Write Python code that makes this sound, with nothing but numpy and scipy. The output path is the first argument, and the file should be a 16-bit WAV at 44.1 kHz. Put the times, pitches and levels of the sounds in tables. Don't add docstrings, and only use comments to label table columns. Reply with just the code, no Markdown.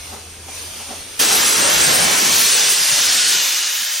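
import sys
import numpy as np
from scipy import signal
from scipy.fft import rfft, irfft
from scipy.io import wavfile
from scipy.ndimage import uniform_filter1d

SR = 44100
rng = np.random.default_rng(int(sys.argv[2]) if len(sys.argv) > 2 else 0)


def log_audio(samples):
    frames = np.atleast_2d(samples).T
    limited = np.clip(frames, -1, 1)
    pcm = np.round(limited * 32767).astype(np.int16)
    wavfile.write(sys.argv[1], SR, pcm)


N = 176400
TIME = np.arange(N) / SR
BURST_S, OPEN_S = 1.1905, .008


def jet():
    surge_db, decay_s = 5, .032
    surge = amp(surge_db * np.exp(-np.maximum(TIME - BURST_S, 0) / decay_s))
    return (hose_roar() + fitting_hiss() + fizz()) * surge * opening()


def hose_roar():
    # time_s, level_db
    levels = [(1.2, -25.5), (1.26, -25), (1.32, -21.5), (1.42, -23), (1.56, -23.5), (1.68, -19.5),
              (1.9, -18.3), (2.09, -20.5), (2.17, -22.5), (2.28, -23), (2.45, -26), (2.8, -32.5),
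              (3.0, -30.5), (3.3, -31.5), (3.6, -41.5), (4, -45)]
    # frequency_hz, density_db
    colour = [(25, -6), (60, -10.5), (130, -3.5), (400, 2), (800, 2), (1400, 1), (2500, -2.5), (4000, -7.5),
              (6500, -34), (12000, -82)]
    # frequency_hz, correlation
    likeness = [(30, 1), (70, 0.54), (200, 0.56), (450, 0.23), (850, -0.2), (1600, -0.02), (4000, -0.31)]
    # time_s, cutoff_hz
    edge = [(1.2, 35), (2.35, 35), (2.55, 80), (3.36, 100), (3.45, 225), (3.64, 250), (3.71, 390), (4, 390)]
    air = turbulence(colour, likeness, patchy_db=2.5, flutter_db=.46, low_edge=edge, size=2048)
    return air * amp(at_time(levels))


def fitting_hiss():
    # time_s, level_db
    levels = [(1.2, -19.5), (1.23, -16), (1.27, -19), (1.3, -15.6), (1.35, -16.8), (1.45, -16), (1.54, -17),
              (1.75, -16.3), (2.2, -17.3), (2.42, -15.6), (2.68, -15.6), (2.8, -17.8), (2.95, -15.8),
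              (3.1, -16.4), (3.33, -15.8), (3.55, -18.8), (3.75, -21.6), (4, -23.5)]
    # frequency_hz, density_db
    colour = [(220, -85), (380, -34), (600, -18), (1200, -10.5), (1700, -3.8), (2200, -4.1), (2800, -2),
              (4000, -1.3), (5000, -.7), (6100, .3), (7000, -1.7), (8200, -7), (11000, -50)]
    # frequency_hz, correlation
    likeness = [(600, 1), (1700, 0.9), (3000, 0.96), (6300, 0.98), (7600, 0.057)]
    air = turbulence(colour, likeness, patchy_db=2.3, flutter_db=.13, sway=.5, size=4096)
    return air * amp(at_time(levels))


def fizz():
    # time_s, level_db
    fizz_levels = [(1.2, -19), (1.5, -18.5), (1.9, -19.5), (2.4, -18.2), (2.75, -20), (3.0, -18.5),
                   (3.25, -21), (3.45, -26.5), (3.7, -28.5), (4, -29.5)]
    sizzle_levels = [(1.2, -22.7), (1.7, -22.5), (2.1, -22.7), (2.4, -21.5), (2.8, -23.7), (3.3, -24.2),
                     (3.65, -25.7), (4, -25.7)]
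    # frequency_hz, density_db
    fizz_colour = [(500, -80), (4000, -32), (6400, -14), (7300, 2), (7800, 1.5), (8400, 6.5), (9200, 8),
                   (10000, 5), (10800, -2), (12500, -20)]
    sizzle_colour = [(1000, -80), (8500, -22), (10500, -2), (11500, -1), (12500, 0), (14000, -3.5),
                     (15700, -9)]
    # frequency_hz, correlation
    likeness = [(7000, .95), (7900, .46), (8500, -.6), (9500, -.8), (11300, -.95), (13000, -.5),
                (15500, -.16)]
    return sum(turbulence(colour, likeness, patchy_db=3.6, flutter_db=1.4, sway=2.2) * amp(at_time(levels))
               for colour, levels in [(fizz_colour, fizz_levels), (sizzle_colour, sizzle_levels)])


def whistles():
    # centre_s, length_s, pitch_hz, level_db
    tones = [(1.52, .18, 5965, -33), (3.03, .16, 6105, -29.5), (3.4, .25, 3835, -36),
             (3.57, .22, 4950, -33), (3.7, .35, 9000, -37), (3.76, .2, 12300, -36)]
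    return sum(amp(db) * swell(centre_s, length_s) * ringing(hz, width_hz=170, spread=.16)
               for centre_s, length_s, hz, db in tones)


def buffets():
    # centre_s, length_s, pitch_hz, level_db
    puffs = [(1.903, 0.057, 169, -32), (2.244, 0.12, 218, -31.5), (2.6, 0.033, 69.5, -52),
             (2.82, .03, 150, -44), (2.928, 0.026, 141, -38), (3.092, 0.087, 98, -47),
             (3.28, 0.036, 107, -47), (3.65, 0.024, 265, -55), (3.82, 0.036, 252, -48)]
    out = np.zeros((2, N))
    for centre_s, length_s, hz, db in puffs:
        band = signal.butter(4, [hz / 1.3, hz * 1.3], "band", fs=SR, output="sos")
        mid, side = signal.sosfilt(band, rng.standard_normal((2, N)))
        out += amp(db) * swell(centre_s, length_s) * stereo(mid, .4 * side)
    return out


def leak():
    # time_s, level_db
    levels = [(0, -32.5), (.13, -33.5), (.26, -37), (.46, -37.3), (.5, -33), (.6, -30.5), (.72, -31.3),
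              (.95, -31.3), (1.08, -33.5), (1.17, -33.8), (1.19, -30)]
    # frequency_hz, density_db
    colour = [(40, -14), (250, -9), (600, -6.5), (1100, -5.5), (1900, -4.5), (2250, -.5), (3400, -1),
              (4300, -2.5), (5300, -.5), (6900, -1), (7600, -4.5), (8200, 1), (9200, 1.5), (11300, -6.5),
              (14000, -10), (15200, -26)]
    # frequency_hz, correlation
    likeness = [(80, 0.59), (1000, 0.65), (6300, 0.54), (7700, -1), (9000, 0.39), (11000, -0.51),
                (14000, 0.034)]
    air = turbulence(colour, likeness, patchy_db=2.2, flutter_db=.5, sway=.33, size=2048)
    return air * amp(at_time(levels)) * (1 - opening())


def knocks():
    # peak_s, level_db, rise_s, decay_s, low_mode_boost_db
    bumps = [(.142, -33.5, 0.037, 0.047, 0.5), (.49, -35, 0.011, 0.017, 1), (.805, -39.5, 0.022, 0.035, 1),
             (.914, -31, 0.024, 0.04, 1)]
    # pitch_hz, width_hz, gain_db
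    modes = [(239, 65, -10), (413, 44, -11), (574, 100, -12), (765, 160, -5.5), (1110, 1300, -6)]
    low_modes_below_hz = 650
    out = np.zeros((2, N))
    for hz, width_hz, mode_db in modes:
        envelope = np.zeros(N)
        for peak_s, db, rise_s, decay_s, boost_db in bumps:
            peak = amp(db + boost_db * (hz < low_modes_below_hz))
            envelope += peak * np.exp(-np.maximum((peak_s - TIME) / rise_s, (TIME - peak_s) / decay_s))
        out += amp(mode_db) * envelope * ringing(hz, width_hz, spread=.35)
    return out


def machine_hum():
    # time_s, level_db
    levels = [(0, -43), (.1, -44), (.2, -47), (.3, -45.5), (.46, -42.5), (.53, -47), (.67, -42), (.78, -50),
              (.97, -49), (1.17, -53)]
    pitch_hz = 82
    tone = np.sin(2 * np.pi * pitch_hz * TIME)
    waver = .4 * ringing(pitch_hz, width_hz=32, spread=.061)
    return unit(tone + waver) * amp(at_time(levels)) * (1 - opening())


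def hall_air():
    # frequency_hz, density_db
    colour = [(25, -6), (55, 8), (140, -2), (250, 1.5), (450, 2.5), (900, -1), (1800, -8), (5000, -32)]
    # frequency_hz, correlation
    likeness = [(80, 1), (400, 1), (1200, 0.86)]
    return turbulence(colour, likeness, patchy_db=3.0, flutter_db=.8) * amp(-45.5) * (1 - opening())


def turbulence(colour, likeness, patchy_db, flutter_db, sway=0, low_edge=None, size=1024):
    hop = size // 4
    frames, hz = N // hop + 5, np.fft.rfftfreq(size, 1 / SR)
    left_re, left_im, other_re, other_im, patches, drift = rng.standard_normal((6, frames, len(hz)))
    patches = smooth(patches, frames=12, bins=5)
    drift = smooth(drift, frames=10, bins=18)
    flutter = unit(uniform_filter1d(rng.standard_normal(frames), size=7))[:, None]
    resting_correlation = np.clip(at_pitch(likeness, hz), -.995, .995)
    correlation = np.tanh(np.arctanh(resting_correlation) + sway * drift)
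    left = left_re + 1j * left_im
    right = correlation * left + np.sqrt(1 - correlation ** 2) * (other_re + 1j * other_im)
    gain = amp(at_pitch(colour, hz) + patchy_db * patches + flutter_db * flutter)
    spectra = np.array([left, right]) * gain
    if low_edge is not None:
        cutoff_hz = at_time(low_edge, np.arange(frames) * hop / SR)[:, None]
        spectra /= np.sqrt(1 + (cutoff_hz / (hz + 1)) ** 20)
    _, air = signal.istft(spectra.transpose(0, 2, 1), nperseg=size, noverlap=size - hop)
    return unit(air[:, :N])


def ringing(hz, width_hz, spread):
    bin_hz = np.fft.rfftfreq(N, 1 / SR)
    noise = rfft(rng.standard_normal((2, N)))
    mid, side = irfft(noise / (1 + (2 * (bin_hz - hz) / width_hz) ** 2), N)
    return stereo(mid, spread * side)


def opening():
    return np.clip((TIME - BURST_S) / OPEN_S, 0, 1)


def swell(centre_s, length_s):
    return np.exp(-(2 * (TIME - centre_s) / length_s) ** 2)


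def smooth(field, frames, bins):
    return unit(uniform_filter1d(uniform_filter1d(field, frames, axis=0), bins, axis=1))


def stereo(mid, side):
    return unit(np.array([mid + side, mid - side]))


def amp(db):
    return 10 ** (np.asarray(db) / 20)


def unit(x):
    return x / np.sqrt(np.mean(x ** 2) + 1e-20)


def at_time(points, t=TIME):
    return np.interp(t, *np.transpose(points))


def at_pitch(points, hz):
    point_hz, value = np.transpose(points)
    return np.interp(np.log(hz + 1), np.log(point_hz + 1), value)


def scene():
    return hall_air() + machine_hum() + knocks() + leak() + jet() + buffets() + whistles()


def record(dry):
    cutoff_hz = 15900
    lowpass = signal.firwin(511, cutoff_hz, window=("kaiser", 9), fs=SR)
    return signal.oaconvolve(dry, lowpass[None], "same")


dry = scene()
out = record(dry)
log_audio(out)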